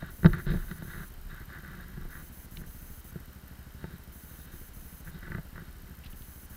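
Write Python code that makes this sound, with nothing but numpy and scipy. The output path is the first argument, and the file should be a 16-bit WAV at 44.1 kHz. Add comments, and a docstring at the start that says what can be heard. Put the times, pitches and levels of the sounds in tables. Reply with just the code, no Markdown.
"""From the start a single-cylinder motorcycle idles in a car park, heard by a small camera on the
rider's helmet, over a deep breeze rumble, distant traffic and thin whines from the camera's circuits.
Gloves, collar and straps knock and rub the shell hardest in the first 0.6 s, and knocks gather again
near 5.3 s. The circuits' treble hiss comes on near 0.1, 2.1, 4.1 and 6.1 s, with short blips on a clock
between. A dry tick of a buckle or zip falls at 2.6 s, five more after 6 s: short filtered noise bursts."""
import sys
import numpy as np
from scipy import signal
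from scipy.fft import rfft, irfft
from scipy.io import wavfile
from scipy.ndimage import uniform_filter1d

SR = 44100
rng = np.random.default_rng(int(sys.argv[2]) if len(sys.argv) > 2 else 0)


def persist_wave(psi):
    """Save psi, clipped to +-1, as 16-bit WAV."""
    counts = np.round(np.clip(psi, -1, 1) * 32767).astype(np.int16)
    wavfile.write(sys.argv[1], SR, np.atleast_2d(counts).T)


N = 289508
T = np.arange(N) / SR  # time axis [s]

# Engine firing rate: t/s, f/Hz [firings per second]
FIRING_RATE = [(0.0, 13.073), (0.6, 13.491), (0.76, 12.721), (1.24, 13.443), (1.4, 12.994), (2.2, 13.782),
               (2.84, 12.953), (3.0, 13.746), (3.16, 12.731), (3.48, 13.077), (3.8, 12.379), (3.96, 11.86),
               (4.28, 13.008), (4.62, 13.541), (4.75, 12.32), (5.23, 13.764), (5.39, 13.107),
               (6.57, 13.432)]
FIRST_PHASE = .498  # fraction of a firing cycle already run at t = 0
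# Exhaust pipe modes, before the puff softens them: f/Hz, level/dB, t60/s
PIPE_MODES = [(59.6, -34, .088), (73.7, -29.1, .059), (208, -22.1, .027), (295, -22.3, .11)]
PUFF_S, ECHO_S, ECHO_GAIN = .0016, .0166, .5  # Gaussian sigma of a puff; pipe round trip; amplitude returned
# Valve gear modes, relative levels: f/Hz, level/dB, t60/s
VALVE_MODES = [(1995, 0, 0.02), (3100, 1.5, 0.017), (4160, -1.5, 0.016), (5180, -5.5, 0.022)]

# Helmet shell modes from lowest to highest group, relative levels: f/Hz, level/dB, t60/s
DEEP_MODES = [(99, -13, 0.11), (114.5, -0.5, 0.028), (157.4, 4, 0.031), (207, -6, 0.026),
              (347.5, -17.5, 0.075)]
BODY_MODES = [(293, 6.5, 0.022), (493, 1, 0.026), (666, -4.5, 0.038), (890, -10, 0.077)]
HIGH_MODES = [(1189, -4.5, 0.029), (1337, -1.5, 0.029), (1515, 7.5, 0.015), (1713, 3, 0.024),
              (1944, 0.5, 0.019)]
TOP_MODES = [(2600, 0.5, 0.0081), (3100, 2.5, 0.0086), (3774, 7.5, 0.014), (4320, 1, 0.012),
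             (5000, -4.5, 0.012)]
# Knocks on the shell: t/s, direction [+1 or -1], then level/dB of thud [peak], body, click and crack
# [the last three before a rough contact is added]
KNOCKS = [(0.0259, 1, -31.5, -32, -42, -51.5), (0.232, -1, -24, -52, -38, -53),
          (0.2467, 1, -10.5, -18, -21.5, -39), (0.255, -1, -6, -38, -40, -43),
          (0.261, -1, -13.5, -22, -16, -23), (0.3337, 1, -31.5, -48, -25, -38),
          (0.4679, -1, -23, -37, -40, -41), (0.4896, -1, -34, -48, -55, -42),
          (0.5036, -1, -19.5, -56, -40, -55), (0.518, 1, -37, -36, -44, -48),
          (0.5381, 1, -21, -48, -45, -43), (0.5456, -1, -26.5, -36, -36, -59),
          (0.554, 1, -28, -48, -50, -57), (0.573, 1, -42, -60, -38, -58),
          (0.714, -1, -31.5, -54, -33.5, -42), (0.8229, 1, -38, -36, -40.5, -54),
          (1.3296, -1, -46, -63, -55, -56), (1.503, 1, -52, -58, -40, -51), (1.976, 1, -31, -50, -49, -61),
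          (2.022, -1, -60, -63, -44.5, -63), (2.0529, -1, -39.5, -44, -69, -64),
          (2.6156, -1, -35, -51, -45.5, -63), (2.6384, 1, -39, -54, -46, -65),
          (3.1585, -1, -29, -43.5, -48, -65), (3.842, -1, -29.5, -32.5, -36, -55),
          (4.5382, -1, -37.5, -59, -51, -55), (5.079, -1, -57, -59, -38, -65),
          (5.281, -1, -42, -44, -52, -62), (5.3196, 1, -37, -38, -28.5, -58),
          (5.3495, 1, -27, -44, -31, -54), (5.362, -1, -40, -58, -46, -63), (5.383, 1, -35, -35, -37, -64),
          (5.392, -1, -39.5, -56, -47, -60), (5.5593, 1, -49, -47, -37.5, -62),
          (5.5801, -1, -40, -42, -35.5, -64)]
# Strokes of cloth over the shell: start t/s, length t/s, level/dB of deep, high and top rub [rms]
STROKES = [(0.0, .1, -49.5, -50.5, -66), (.275, .03, -30.5, -50.5, -67), (.34, 0.06, -37, -43.5, -63),
           (0.484, 0.034, -29.5, -43, -53), (0.529, 0.035, -32.5, -50, -60.5), (.58, 0.05, -46, -53, -66),
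           (.69, 0.038, -44, -53, -64), (.76, 0.098, -45.5, -56.5, -67.5), (.885, 0.15, -46, -48, -64.5),
           (1.3, 0.13, -53, -52.5, -68.5), (1.51, 0.089, -52, -50.5, -67), (1.64, 0.2, -50.5, -52.5, -68.5),
           (1.89, 0.177, -52.5, -59, -75), (2.11, .1, -54, -51, -69), (2.57, 0.067, -49.5, -67, -86),
           (3.1, 0.092, -58, -65, -83), (3.46, .2, -62.5, -65.5, -87), (3.799, .17, -49, -61.5, -69),
           (4.3, 0.263, -56.5, -63.5, -69.5), (5.074, 0.015, -48, -52, -70),
           (5.145, 0.032, -48.5, -58, -64), (5.23, 0.05, -46.5, -50.5, -68), (5.31, 0.077, -41, -51.5, -74),
           (5.565, 0.053, -46.5, -55.5, -73), (5.63, .06, -62, -59.5, -72), (5.85, 0.083, -54, -68, -80),
           (6.53, .04, -70, -61, -80)]
# Cloth resting on the shell: level/dB of deep, high and top rub [rms]
REST_DB = (-62, -70, -76.5)
PRESS_S, LIFT_S = .017, .014  # e-folding times of a stroke's rise and decay
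# Dry ticks of a buckle or zip: t/s, level/dB [peak], centre f/Hz, t60/s
TICKS = [(2.5707, -34.5, 3100, 0.018), (6.038, -44.5, 2440, 0.087), (6.048, -49.5, 3780, 0.069),
         (6.06, -44, 3240, 0.07), (6.13, -47.5, 2600, 0.024), (6.221, -48, 3230, 0.017)]

# Breeze and sway of the head: t/s, level/dB [rms]
RUMBLE_LEVEL = [(0.0, -45), (.23, -53), (.29, -29), (.33, -28), (.37, -50), (.44, -46), (.5, -32),
                (.58, -29), (.7, -39), (.77, -54), (.9, -47), (1.3, -43.5), (1.55, -56.5), (2.08, -41.5),
                (2.3, -57), (2.65, -45), (2.88, -45), (2.97, -56), (4.3, -57), (4.85, -47), (5.1, -53),
                (5.39, -44), (5.5, -49), (6.02, -52.5), (6.11, -46), (6.32, -57), (6.56, -46.5)]

# Spans in which the camera's hiss is on: from t/s, to t/s
BUSY_SPANS = [(.102, .353), (.382, .459), (.502, .788), (.823, 1.09), (2.103, 2.293), (2.322, 2.459),
              (2.51, 2.622), (2.662, 3.009), (3.042, 3.111), (4.122, 4.458), (4.518, 4.694), (4.734, 5.013),
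              (5.047, 5.107), (6.101, 6.13), (6.159, 6.463), (6.497, 6.57)]
# Spans in which it only blips on a clock: first blip t/s, end t/s
IDLE_SPANS = [(.007, .09), (1.1036, 2.09), (3.1282, 4.11), (5.1163, 6.09)]
BLIPS_PER_S = 53.8  # clock rate; some beats stay silent
# Humps of the hiss spectrum, relative levels: centre f/Hz, full width f/Hz, level/dB
HISS_HUMPS = [(6270, 680, -10.5), (8100, 1600, -14.5), (10690, 1460, -6), (12700, 730, -5),
              (13900, 340, -10.5), (13800, 600, -2.5), (15200, 620, -3.5)]
HISS_DB = -56  # rms while fully on
# Whine that never stops: f/Hz, level/dB [rms]
STEADY_WHINE = [(14050, -78), (14104, -72), (14158, -82)]
# Whine that sounds with the hiss: f/Hz, level/dB [rms while fully on]
BUSY_WHINE = [(13384, -69), (13466, -66.5)]

# Spectrum of the background noise: f/Hz, level/dB [relative density]
FLOOR_SPECTRUM = [(150, -7.5), (250, -3), (459, -15), (720, -13), (1150, -12.5), (1250, -11.5), (1490, -10),
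                  (2510, -19), (3030, -17), (3490, -24), (3870, -20.5), (7350, -23.5), (11900, -21.5),
                  (13700, -20.5), (15800, -25.5)]
FLOOR_DB = -57.5  # rms of the whole background noise
EDGE_HZ = 15790  # low-pass cutoff of the recorder


def gain_of(db):
    """Level in decibels as an amplitude ratio."""
    return 10 ** (np.asarray(db) / 20)


def evened(x):
    """Normalisation to unit rms."""
    return x / np.sqrt(np.mean(x ** 2) + 1e-20)


def ring(modes):
    """Modal superposition: an impulse excites decaying sines, neighbours in opposite phase."""
    t = T[:SR // 5]
    response = np.zeros(len(t))
    for k, (hz, db, t60) in enumerate(modes):
        decay = gain_of(db - 60 * t / t60)
        response += (-1) ** k * decay * np.sin(2 * np.pi * hz * t)
    return response


def blows(times, gains, response):
    """Linear superposition: an impulse train convolved with one impulse response."""
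    train = np.zeros(N)
    samples = np.round(np.asarray(times) * SR).astype(int)
    np.add.at(train, np.clip(samples, 0, N - 1), gains)
    return signal.oaconvolve(train, response)[:N]


def coloured(gain):
    """Spectral shaping: white noise weighted by gain(f/Hz), then brought to unit rms."""
    spectrum = rfft(rng.standard_normal(N))
    return evened(irfft(spectrum * gain(np.fft.rfftfreq(N, 1 / SR)), N))


def engine():
    """Pulsed excitation of a resonant pipe: each firing's puff rings the exhaust and is reflected once."""
    turns = FIRST_PHASE + np.cumsum(np.interp(T, *np.transpose(FIRING_RATE))) / SR
    fired = T[1:][np.diff(np.floor(turns)) > 0]
    direct_db, echo_db = rng.standard_normal((2, len(fired))) * [[1.1], [1.6]]  # uneven firings

    half = 300  # samples on each side of the puff's centre
    puff = np.exp(-.5 * (np.arange(-half, half + 1) / SR / PUFF_S) ** 2)
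    pipe = np.convolve(ring(PIPE_MODES), puff / puff.sum())
    starts = fired - half / SR
    direct = blows(starts, gain_of(direct_db), pipe)
    echo = blows(starts + ECHO_S, ECHO_GAIN * gain_of(echo_db), pipe)

    # the rush of exhaust gas jumps up at each firing and decays over the cycle
    rush = coloured(lambda hz: 1 / (1 + (hz / 350) ** 2) * (hz > 50))
    chuff = np.exp(-(turns % 1) / .77) * rush
    # the valve gear rattles twice a cycle
    rattle = np.exp(-((2 * turns) % 1) / .4) * rng.standard_normal(N)
    valves = evened(signal.oaconvolve(rattle, ring(VALVE_MODES))[:N])
    return gain_of(.5) * (direct + echo) + gain_of(-56) * chuff + gain_of(-71.5) * valves


def knocks():
    """Impact excitation of shell modes: a rough contact of a few ms clicks first, then the shell thuds."""
    s, direction, thud_db, *upper_db = np.transpose(KNOCKS)
    thud = np.convolve(ring(DEEP_MODES), np.hanning(40))
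    out = blows(s - 20 / SR, direction * gain_of(thud_db), thud / abs(thud).max())

    scuff = .067 * np.exp(-T[:700] / .0048)  # decay of the rough contact
    rough = rng.standard_normal(N)
    for db, modes in zip(upper_db, (BODY_MODES, HIGH_MODES, TOP_MODES)):
        click = blows(s - .0015, gain_of(db), [1.])
        contact = click + rough * blows(s - .002, gain_of(db), scuff)
        padded = np.convolve(ring(modes), np.hanning(9))  # gloves and padding dull the edge
        out += signal.oaconvolve(contact, padded / abs(padded).max())[:N]
    return out


def rubbing():
    """Stick-slip friction: cloth slips in random uneven grains that drive three groups of shell modes."""
    grains_per_s = np.array([[400], [2500], [4000]])  # deep, high, top
    grains = rng.standard_normal((3, N)) * (rng.random((3, N)) < grains_per_s / SR)
    grains *= gain_of(2 * np.minimum(rng.exponential(1, (3, N)), 3.5))  # some grains are larger

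    power = gain_of(REST_DB)[:, None] ** 2 * np.ones(N)
    for start, length, *db in STROKES:
        rise = np.minimum(T - start, 0) / PRESS_S
        fall = np.maximum(T - start - length, 0) / LIFT_S
        power += np.outer(gain_of(db), np.exp(rise - fall)) ** 2

    out = np.zeros(N)
    for grain, modes, strength in zip(grains, (DEEP_MODES, HIGH_MODES, TOP_MODES), power):
        out += np.sqrt(strength) * evened(signal.oaconvolve(grain, ring(modes))[:N])
    return out


def ticks():
    """Band-limited transient: a sharp onset and decaying noise, filtered round each tick's own pitch."""
    out, t = np.zeros(N), T[:2000]
    for s, db, hz, t60 in TICKS:
        burst = gain_of(-60 * t / t60) * (rng.standard_normal(len(t)) + 4 * (t == 0))
        band = signal.butter(3, [hz / 1.42, hz * 1.37], "band", fs=SR, output="sos")
        tick = signal.sosfilt(band, burst)
        out[round(s * SR):][:len(t)] += gain_of(db) * tick / abs(tick).max()
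    return out


def rumble():
    """Low-frequency pressure fluctuation: noise centred on 32 Hz follows the breeze and head sway."""
    level = gain_of(np.interp(T, *np.transpose(RUMBLE_LEVEL)))
    return level * coloured(lambda hz: 1 / (1 + ((hz - 32) / 12) ** 4))


def whine_of(lines):
    """Sum of pure tones, each at its rms level and a random phase."""
    out = np.zeros(N)
    for hz, db in lines:
        out += np.sqrt(2) * gain_of(db) * np.sin(2 * np.pi * (hz * T + rng.random()))
    return out


def hiss_gain(f):
    """Power addition of the resonance-like humps of the hiss."""
    return np.sqrt(sum(gain_of(2 * db) / (1 + (2 * (f - hz) / width) ** 4) for hz, width, db in HISS_HUMPS))


def circuits():
    """Electrical interference: activity gates humped hiss and whine over a steady whine."""
    on, blips = np.zeros((2, N))
    for start, end in BUSY_SPANS:
        on[round(start * SR):round(end * SR)] = 1
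    for start, end in IDLE_SPANS:
        for s in np.arange(start, end, 1 / BLIPS_PER_S):
            chance, length = rng.random(2)
            half_s = .00056 + .0022 * length ** 3  # mostly short
            if chance < .75:
                blips[abs(T - s) < half_s] = 1
    on, blips = uniform_filter1d([on, blips], 40)  # softens the switching edges

    hiss = (on + gain_of(-1.5) * blips) * gain_of(HISS_DB) * coloured(hiss_gain)
    whine = (on + gain_of(8) * blips) * whine_of(BUSY_WHINE)  # blips favour whine over hiss
    band = gain_of(-69.5) * coloured(lambda f: 1 / (1 + ((f - 14100) / 60) ** 2))  # steady narrow noise
    return hiss + whine + whine_of(STEADY_WHINE) + band


def floor():
    """Stationary background noise: distant traffic and the microphone's own noise share one spectrum."""
    hz, db = np.transpose(FLOOR_SPECTRUM)
    return gain_of(FLOOR_DB) * coloured(lambda f: gain_of(np.interp(np.log(f + 1), np.log(hz), db)))


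def scene():
    """Superposition of the pressures of all sources, and the circuit noise, in one channel."""
    mix = engine() + knocks() + rubbing() + ticks() + rumble() + circuits() + floor()
    return mix[None]


def record(dry):
    """Band limitation: a linear-phase low-pass filter sets the recorder's upper edge."""
    lowpass = signal.firwin(2047, EDGE_HZ, window=("kaiser", 9), fs=SR)
    return signal.oaconvolve(dry, lowpass[None], "same")


dry = scene()
out = record(dry)
persist_wave(out)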